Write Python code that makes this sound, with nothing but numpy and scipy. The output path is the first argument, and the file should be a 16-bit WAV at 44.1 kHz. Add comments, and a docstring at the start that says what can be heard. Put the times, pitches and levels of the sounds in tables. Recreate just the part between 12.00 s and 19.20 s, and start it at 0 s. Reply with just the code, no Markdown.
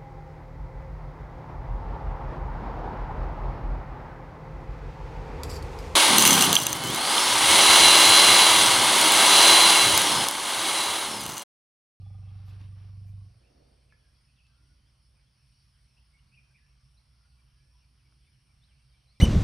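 """Elephant rumble in a forest clearing

An elephant ends a deep, steady rumble (slaps ringing a throat) and blows out its remaining air (noise).
Undergrowth rustles (grainy noise), feet shift (low noise), twigs snap (bursts and decaying sines).
Birds warble and chirp in the trees, among thin faint tones (gliding or held sines).
A high hiss (banded noise) lies all around, over the low drone of a far engine (wavering sines and noise)."""
import sys
import numpy as np
from scipy import signal
from scipy.fft import rfft, irfft, next_fast_len
from scipy.io import wavfile
from scipy.ndimage import uniform_filter1d, map_coordinates

SR = 44100
rng = np.random.default_rng(int(sys.argv[2]) if len(sys.argv) > 2 else 0)


def to_wav(s):
    """Save 16-bit WAV."""
    ch = np.atleast_2d(s).T  # columns
    pcm = np.round(np.clip(ch, -1, 1) * 32767)  # PCM
    wavfile.write(sys.argv[1], SR, pcm.astype(np.int16))


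N = 317520

# end of the call; start and speed of its release
STOP_AT_S, RELEASE_AT_S, RELEASE_DB_PER_S = 1.39, 1.174, 69


def amp(db):
    """Decibels to gain."""
    return 10 ** (np.asarray(db) / 20)


def unit(x):
    """Scaled to rms 1."""
    return x / np.sqrt(np.mean(x ** 2) + 1e-20)


def along(points, hz):
    """(Hz, value) points interpolated on a log frequency axis."""
    f, v = np.transpose(points)
    return np.interp(np.log(hz + 1), np.log(f + 1), v)


def wobble(knots_per_s):
    """A smooth random curve through normally distributed knots."""
    knots = rng.standard_normal(size=4096)
    at = np.arange(0, N, 16)
    return np.interp(np.arange(N), at, map_coordinates(knots, [at * knots_per_s / SR], mode="wrap"))


def filtered(x, response):
    """x times a complex response of frequency."""
    m = next_fast_len(N + SR // 2)
    return irfft(rfft(x, m) * response(np.fft.rfftfreq(m, 1 / SR)), m)[..., :N]


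def resonance(f, hz, width_hz):
    """Response of one damped resonance."""
    return 1j * f * width_hz / (hz * hz - f * f + 1j * f * width_hz)


def add(track, start_s, sound):
    """Mix a sound in at its start time."""
    part = track[max(0, round(start_s * SR)):][:len(sound)]
    part += sound[:len(part)]


def sine(hz, t, phase=0):
    """A sine of rms 1."""
    return np.sqrt(2) * np.sin(2 * np.pi * hz * t + phase)


def swell(peak_s, rise_s, fall_s):
    """Gain that grows exponentially to 1 at its peak and dies away again."""
    t = np.arange(N) / SR - peak_s
    return np.exp(np.minimum(t / rise_s, -t / fall_s))


def bump(peak_s, half_width_s):
    """A smooth hump of height 1."""
    return np.exp(-((np.arange(N) / SR - peak_s) / half_width_s) ** 2)


def rush(spectrum, patchy_db):
    """Diffuse stereo noise of rms 1 with patches of random gain over time and frequency."""
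    # pitch_hz, left_right_likeness
    likeness = [(60, 1), (120, 1), (220, 0.88), (430, 0.036), (820, -0.18), (1580, 0.7), (3040, 0.65),
                (5860, 0.82), (11300, 0.39)]
    z = signal.stft(rng.standard_normal((2, N)), nperseg=512)[2]
    patches = uniform_filter1d(rng.standard_normal(z.shape[1:]), size=5, axis=0)
    patches = uniform_filter1d(patches, size=16, axis=1)
    pair = signal.istft(z * amp(patchy_db * unit(patches)), nperseg=512)[1][:, :N]

    def mid_side(hz):
        angle = np.arccos(np.clip(along(likeness, hz), -1, 1)) / 2
        return amp(along(spectrum, hz)) * [np.cos(angle), np.sin(angle)]

    mid, side = filtered(pair, mid_side)
    return unit(np.array([mid + side, mid - side]))


def ringing(spectrum):
    """Causal impulse response of a body of this (Hz, dB) colour, minimum phase by cepstral folding."""
    cepstrum = irfft(np.log(amp(along(spectrum, np.fft.rfftfreq(SR, 1 / SR)))), SR)
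    cepstrum[1:SR // 2] *= 2
    cepstrum[SR // 2 + 1:] = 0
    return irfft(np.exp(rfft(cepstrum)), SR)[:SR // 2]


def rasp(cycles, fleck_db):
    """A puff of air in every cycle rings the mouth, whose resonances bend with each puff and sink as it closes."""
    # pitch_hz, width_hz, level_db (relative), change_db_per_s
    mouth = [(300.3, 220, -3, -3.5), (561, 140, -3.5, -7), (763, 82, 1, -8), (1183, 34, -1.5, -7),
             (2650, 540, -8.5, -5)]
    rasp_db = -75.5
    puff_lead_cycles, puff_sharpness = .15, 1.25  # puffs come just before the slaps
    sag_per_s2, bend = .06, .04  # shares of the resonance pitch
    t = np.arange(N) / SR
    turn = 2 * np.pi * (cycles + puff_lead_cycles)
    puffs = np.exp(puff_sharpness * np.cos(turn))
    bent_s = np.cumsum(1 - sag_per_s2 * t ** 2 + bend * np.sin(turn)) / SR
    out = np.zeros(N)
    for hz, width_hz, db, db_per_s in mouth:
        air = puffs * (rng.standard_normal(N) + 1j * rng.standard_normal(N))
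        ring = signal.sosfilt(signal.butter(2, width_hz / 2, fs=SR, output="sos"), air)
        tone = unit(np.real(ring * np.exp(2j * np.pi * hz * bent_s)))
        out += tone * amp(db + db_per_s * t + fleck_db * wobble(24.2))
    return amp(rasp_db) * out * np.clip((STOP_AT_S - t) / .02, 0, 1)


def rumble(first_slap_s, scatter_db, jitter_s):
    """Vocal folds slap shut and each slap booms in the throat; the last slaps come later and weaker."""
    # slap rate, sagging as the air runs out: time_s, pitch_hz
    pitch = [(0, 24.5), (.25, 24.2), (.85, 24.35), (1.0, 24.65), (1.21, 24.6), (1.29, 22.5), (1.33, 17),
             (1.4, 16)]
    # colour of the throat: pitch_hz, level_db (relative)
    throat = [(12, -72.5), (24, -38), (49, -13.5), (73, -14), (88, -9), (97.5, 1), (107, -0.5),
              (122, -12.5), (146, -28), (171, -19.5), (195, -29), (222, -41.5), (260, -54), (500, -83)]
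    rumble_db = -42  # rms of the first second, before the easing
    ease_at_s, ease_db, ease_half_width_s = 0.86, -1.5, 0.15  # effort eases before the last push
    slack_db_per_s, slack_hold_s = 700, .018  # extra damping at full slackness, delay after a slap
    t = np.arange(-SR // 2, N) / SR  # the call is already under way
    cycles = np.cumsum(np.interp(t, *np.transpose(pitch))) / SR
    cycles = cycles - np.interp(first_slap_s, t, cycles)
    slap_cycles = np.arange(np.ceil(cycles[0]), np.interp(STOP_AT_S, t, cycles))
    times = np.interp(slap_cycles, cycles, t)
    slaps = np.zeros(len(t))
    for s, (late, hard) in zip(times, rng.standard_normal((len(times), 2))):
        slap_db = scatter_db * hard - RELEASE_DB_PER_S * max(s - RELEASE_AT_S, 0)
        add(slaps, s - t[0] + jitter_s * late, [amp(slap_db)])
    boom = signal.fftconvolve(slaps, ringing(throat))[:len(t)][-N:]
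    # a slack throat stops ringing soon after each slap
    t = t[-N:]
    slack = np.clip((t - RELEASE_AT_S) / (STOP_AT_S - RELEASE_AT_S), 0, 1) ** 2
    since_s = t - times[np.searchsorted(times, t) - 1]
    damping = amp(-slack_db_per_s * slack * np.maximum(since_s - slack_hold_s, 0))
    boom = boom * uniform_filter1d(damping, size=300)
    effort = amp(rumble_db + ease_db * bump(ease_at_s, ease_half_width_s))
    return boom / np.std(boom[:SR]) * effort + rasp(cycles[-N:], fleck_db=2.0)


def engine(drone_db, waver_db, drift_rad, swell_db):
    """Far engine lines waver on their way through the forest, over a dull noise drone."""
    # engine lines: pitch_hz, level_db (relative)
    hum = [(29.8, -20), (45.5, -10.5), (59.5, 0.5), (89.5, -11.5), (119, -17.5), (130, -7.5),
           (135.5, -11.5)]
    # drone colour: pitch_hz, level_db (relative)
    drone = [(15, -35), (28, -13.5), (36, -16), (47, 0), (62, 2), (80, -2), (102, -4.5), (135, -0.5),
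             (165, -13), (220, -16.5), (330, -34), (600, -56.5)]
    engine_db = -68.5
    t = np.arange(N) / SR
    lines = sum(amp(db + waver_db * wobble(3.7)) * sine(hz, t, drift_rad * wobble(3.012)) for hz, db in hum)
    return amp(engine_db + swell_db * wobble(2.52)) * (lines + amp(drone_db) * rush(drone, patchy_db=0.0))


def forest(air_db, waver_db):
    """Soft noise of air in the foliage, and a nearly steady high hiss in two bands."""
    # air colour: pitch_hz, level_db (relative)
    air_colour = [(100, 7), (300, -2.5), (450, -3.5), (750, -1.5), (1100, 0), (1800, -4), (2400, -2),
                  (3200, -1.5), (3800, -7), (6000, -10), (11500, -51.5), (15500, -45)]
    # hiss colour: pitch_hz, level_db (relative)
    hiss_colour = [(3300, -21.5), (4500, 0), (5000, -2.5), (5450, 3), (5900, -7.5), (6300, -24.5),
                   (7400, -28.5), (8400, -7), (9900, -5), (10300, -9), (11200, -12.5), (12300, -26)]
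    # hiss level changes: peak_s, change_db, half_width_s
    hiss_swells = [(3.75, 2.4, 0.36), (4.35, -0.1, 0.18)]
    hiss_db = -76
    air = amp(air_db) * rush(air_colour, patchy_db=1.8)
    level_db = hiss_db + sum(db * bump(s, half_width_s) for s, db, half_width_s in hiss_swells)
    return air + amp(level_db + waver_db * wobble(5.8)) * rush(hiss_colour, patchy_db=2.2)


def note(length_s, start_hz, middle_hz, end_hz, rough, taper=1, flutter_db=0):
    """One gliding or held tone of rms 1; fast random pitch shake makes it harsh."""
    shake_hz = 210 * rough
    u = np.linspace(0, 1, max(int(length_s * SR), 16))
    glide_hz = np.polyval(np.polyfit([0, .5, 1], [start_hz, middle_hz, end_hz], 2), u)
    shake = map_coordinates(rng.standard_normal(size=256), [u * length_s * 500], mode="wrap")
    flutter = map_coordinates(rng.standard_normal(size=64), [u * length_s * 50], mode="wrap")
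    tone = np.sin(2 * np.pi * np.cumsum(glide_hz + shake_hz * shake) / SR)
    return unit(amp(flutter_db * flutter) * tone * np.abs(np.sin(np.pi * u)) ** taper)


def calls_and_tones(pip_hz, pip_length_s, count):
    """Five kinds of call or tone: gliding or held notes, and evenly spaced pips of one pitch."""
    # levels precede the mix gain in scene()
    # thin faint tones, mostly held; at 1.989 s a faint falling tone, the echo of the snap at 1.924 s:
    # start_s, length_s, pitch_hz, glide (share of pitch), level_db
    thin_tones = [(0.025, 0.078, 3410, 0, -75.5), (0.124, 0.063, 3405, 0, -81),
                  (0.199, 0.12, 2650, 0.0071, -78), (0.25, 0.087, 3260, -0.0083, -75),
                  (1.062, 0.057, 2380, 0.03, -77.5), (1.989, 0.11, 1647, -.08, -78),
                  (2.44, 0.074, 2645, 0, -73), (2.46, 0.089, 1570, 0, -82), (2.51, .23, 1409, 0.1, -78),
                  (5.094, .25, 1390, 0.1185, -79), (5.46, 0.18, 3160, 0, -87), (5.52, 0.23, 1696, .07, -83),
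                  (5.72, 0.099, 998, -0.0044, -79), (6.8, 0.32, 3150, 0, -83.5)]
    # harsh warbler notes: start_s, length_s, middle_pitch_hz, glide (share of pitch), level_db
    warbles = [(1.431, 0.033, 2510, 0.072, -72), (1.452, 0.045, 2790, 0, -73),
               (2.27, 0.049, 2600, -0.0015, -75.5), (2.373, 0.058, 2710, -0.014, -69),
               (3.96, 0.044, 2750, 0.041, -70), (4.123, 0.059, 2225, 0.053, -69),
               (4.187, 0.019, 2920, -0.0018, -68), (4.314, 0.061, 2693, 0.12, -63),
               (4.363, .04, 2425, -0.068, -60), (4.496, .04, 1595, 0.027, -76.5),
               (4.537, 0.044, 2400, 0.0055, -64), (4.569, 0.034, 1956, -0.095, -72.5),
               (4.6, 0.076, 1737, 0.025, -76)]
    # falling chirps of one shape: start_s, start_pitch_hz, level_db
    chirps = [(1.886, 2780, -70.5), (2.35, 3770, -75), (2.63, 3570, -79), (3.724, 3470, -77),
              (5.225, 3500, -82), (5.3, 3300, -89), (5.765, 3350, -81), (5.96, 3200, -78),
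              (6.215, 3520, -78), (6.309, 3520, -77), (6.673, 3500, -74)]
    # upward flicks to one top note: start_s, length_s, start_pitch_hz, level_db
    flicks = [(4.97, 0.027, 3860, -68), (6.612, 0.054, 3400, -69.5), (7.068, 0.072, 3970, -70)]
    warble_arch, warble_rough_per_khz = 0.039, 0.18  # arch as a share of pitch
    flick_top_hz, flick_bend = 4870, 0.27  # share of the climb done at half time
    chirp_s, chirp_fall = 0.07, 0.27  # fall as a share of pitch
    pips_from_s, pip_period_s = 5.375, 0.222  # a far bird's even pace
    pip_db, pip_growth_db, pip_scatter_db = -77, 0.5, 1.3  # growth per pip
    out = np.zeros(N)
    for s, length_s, hz, glide, db in warbles:
        ends_hz, step_hz = hz * (1 - warble_arch), hz * glide / 2
        rough = warble_rough_per_khz * hz / 10 ** 3
        add(out, s, amp(db) * note(length_s, ends_hz - step_hz, hz, ends_hz + step_hz, rough))
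    for s, length_s, hz, db in flicks:
        middle_hz = hz + flick_bend * (flick_top_hz - hz)
        add(out, s, amp(db) * note(length_s, hz, middle_hz, flick_top_hz, rough=0.15))
    for s, hz, db in chirps:
        middle_hz, end_hz = hz * (1 - chirp_fall / 2), hz * (1 - chirp_fall)
        add(out, s, amp(db) * note(chirp_s, hz, middle_hz, end_hz, rough=0.76))
    for s, length_s, hz, glide, db in thin_tones:
        step_hz = hz * glide / 2
        tone = note(length_s, hz - step_hz, hz, hz + step_hz, rough=0.17, taper=.5, flutter_db=4)
        add(out, s, amp(db) * tone)
    for k in range(count):
        db = pip_db + k * pip_growth_db + pip_scatter_db * rng.standard_normal()
        pip = note(pip_length_s, pip_hz, pip_hz, pip_hz, rough=0.27)
        add(out, pips_from_s + k * pip_period_s, amp(db) * pip)
    return out


def far_birds(chatter_db, pitch_hz, sweep, count):
    """Many faint chirps at random times, sweeping up or down, from deep in the trees."""
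    out = np.zeros(N)
    for when, length, pitch, slope, size in rng.random((count, 5)):
        hz = pitch_hz * (.75 + .5 * pitch)
        step_hz = hz * sweep * (2 * slope - 1)
        chirp = note(.04 + 0.063 * length, hz + step_hz, hz, hz - step_hz, rough=.45)
        add(out, when * N / SR, amp(chatter_db - 2.2 * size) * chirp)
    return out


def undergrowth(grain_db, crackles_per_s, crackle_db, stalk_db):
    """Leaves scrape and crackle, coloured by the stalks each swish bends; dry blades brush and sizzle."""
    # trampled swishes: peak_s, level_db, rise_s, stalk_resonance_hz
    swishes = [(.38, -68, 0.2, 1020), (.495, -69, 0.024, 2680), (.54, -76, 0.016, 900),
               (.61, -67, 0.0075, 700), (.645, -72.5, 0.0087, 2720), (.78, -73.5, 0.011, 1300),
               (.83, -69.5, 0.024, 1430)]
    # leaf colour: pitch_hz, level_db (relative)
    leaf_colour = [(150, -16), (350, 4), (900, 2.5), (1400, 0.5), (2000, -1), (2700, -1), (4000, -4.5),
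                   (5700, -6.5), (7300, -36), (9500, -12), (15000, -33)]
    # dry grass brushes: peak_s, level_db, half_width_s
    sizzles = [(.487, -75.5, .03), (1.09, -80, 0.033)]
    # dry grass colour: pitch_hz, level_db (relative)
    blade_colour = [(2000, -22), (5000, 1), (9500, -4), (12000, 5), (15500, -12)]
    fall_per_rise = 2.44  # ratio of time constants

    def scraping(spectrum):
        return unit(rush(spectrum, patchy_db=2.0) * amp(grain_db * wobble(300)))

    ticks = (rng.random(N) < crackles_per_s / SR) * rng.standard_normal(N)
    crackle = unit(filtered(ticks, lambda f: amp(along(leaf_colour, f))))
    leaves = scraping(leaf_colour) + amp(crackle_db) * crackle
    out = scraping(blade_colour) * sum(amp(db) * bump(s, half_width_s) for s, db, half_width_s in sizzles)
    for s, db, rise_s, hz in swishes:
        coloured = filtered(leaves, lambda f: 1 + amp(stalk_db) * resonance(f, hz, 0.25 * hz))
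        out += amp(db) * unit(coloured) * swell(s, rise_s, fall_per_rise * rise_s)
    return out


def twigs(crack_db, crack_t60_s, thud_t60_s, thud_rise_s):
    """Each snap is a broad noise crack and a short ring of the wood, over a thud of the ground."""
    # start_s, level_db, ring_hz, ring_t60_s, crack_hz, thud_db (relative)
    snaps = [(.495, -65, 5170, .015, 5500, -24), (0.509, -64, 2600, .05, 2600, -20),
             (0.532, -67, 3000, .012, 4000, -20), (0.557, -75, 1290, .012, 1500, -10),
             (.613, -60.5, 2750, 0.018, 3200, 15.5), (1.924, -62, 1707, 0.08, 1460, -12),
             (2.467, -66, 2900, .015, 3100, -25), (6.124, -68, 1350, 0.017, 1000, -2)]
    thud_hz = 270
    out, t = np.zeros(N), np.arange(SR // 5) / SR
    f = np.fft.rfftfreq(len(t), 1 / SR)
    for s, db, hz, t60_s, crack_hz, thud_db in snaps:
        crack_response = resonance(f, crack_hz, 0.98 * crack_hz) ** 2
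        fibres = unit(irfft(rfft(rng.standard_normal(len(t))) * crack_response, len(t)))
        crack = fibres * amp(crack_db - 60 * t / crack_t60_s)
        ring = sine(hz, t) * amp(-60 * t / t60_s)
        thud = sine(thud_hz, t) * amp(thud_db - 60 * t / thud_t60_s)
        thud = thud * (1 - np.exp(-(t / thud_rise_s) ** 2))
        add(out, s, amp(db) * (crack + ring + thud))
    return out


def blow(flutter_db):
    """The elephant's remaining air flutters out through its trunk as coloured noise."""
    # trunk colour: pitch_hz, level_db (relative)
    trunk = [(120, -2), (230, 2), (350, -0.5), (520, 1.5), (700, -2), (950, -11), (2500, -23), (6000, -43)]
    blow_db, peak_s, rise_s, fall_s = -65.5, 1.562, 0.16, 0.27
    level = amp(blow_db + flutter_db * wobble(45.14))
    return rush(trunk, patchy_db=0.5) * swell(peak_s, rise_s, fall_s) * level


def feet():
    """Heavy feet shift softly on the earth: dull scuffs of noise through a low resonance."""
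    # peak_s, level_db, rise_s
    shuffles = [(2.63, -80, .04), (6.1, -81.5, 0.2)]
    earth_hz, width_hz, fall_s = 280, 146, 0.31
    earth = filtered(rng.standard_normal(N), lambda f: resonance(f, earth_hz, width_hz) ** 2)
    return unit(earth) * sum(amp(db) * swell(s, rise_s, fall_s) for s, db, rise_s in shuffles)


def echo(x):
    """Trunks and crowns scatter sound back as a decaying noise tail, different on each side."""
    # pitch_hz, t60_s
    trees = [(200, 0.72), (2000, 0.76), (8000, 0.28)]
    hz, t, z = signal.stft(rng.standard_normal((2, SR // 2)), SR, nperseg=256)
    tail = signal.istft(z * amp(-60 * t / along(trees, hz)[:, None]), SR, nperseg=256)[1]
    return signal.fftconvolve(x[None], tail / np.linalg.norm(tail[0]), axes=1)[:, :N]


def scene():
    """The elephant near the middle, with birds and the forest around it."""
    elephant = rumble(first_slap_s=0.02645, scatter_db=0.56, jitter_s=0.00023)
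    elephant = elephant + blow(flutter_db=1.3) * amp(0.38 * np.array([[1], [-1]]))  # left, right
    song = calls_and_tones(pip_hz=2330, pip_length_s=0.043, count=9)
    song = song + far_birds(chatter_db=-80.5, pitch_hz=2887, sweep=0.1074, count=54)
    snaps = twigs(crack_db=-2, crack_t60_s=0.028, thud_t60_s=0.03, thud_rise_s=0.0039)
    around = engine(drone_db=1, waver_db=2, drift_rad=0.66, swell_db=-0.06)
    around = around + forest(air_db=-75.5, waver_db=0.27)
    rustle = undergrowth(grain_db=0.9, crackles_per_s=500, crackle_db=-8, stalk_db=-2.5)
    scattered = echo(amp(-11.0) * song + amp(-9) * snaps)
    return elephant + feet() + rustle + amp(-5.5) * song + snaps + scattered + around


def record(dry):
    """The two microphones differ a little in colour; nothing is kept above the band limit."""
    # pitch_hz, left_minus_right_db
    lean = [(60, -1.5), (110, -2.0), (190, -4), (340, -4), (610, -4.5), (1100, 1.5), (1970, -0.5),
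            (3520, -0.5), (6300, 0.0), (11300, 0.0)]
    top_hz = 15600
    halves = np.array([[.5], [-.5]])  # each side takes half the difference
    return filtered(dry, lambda hz: amp(along(lean, hz) * halves) * (hz < top_hz))


dry = scene()
out = record(dry)
to_wav(out)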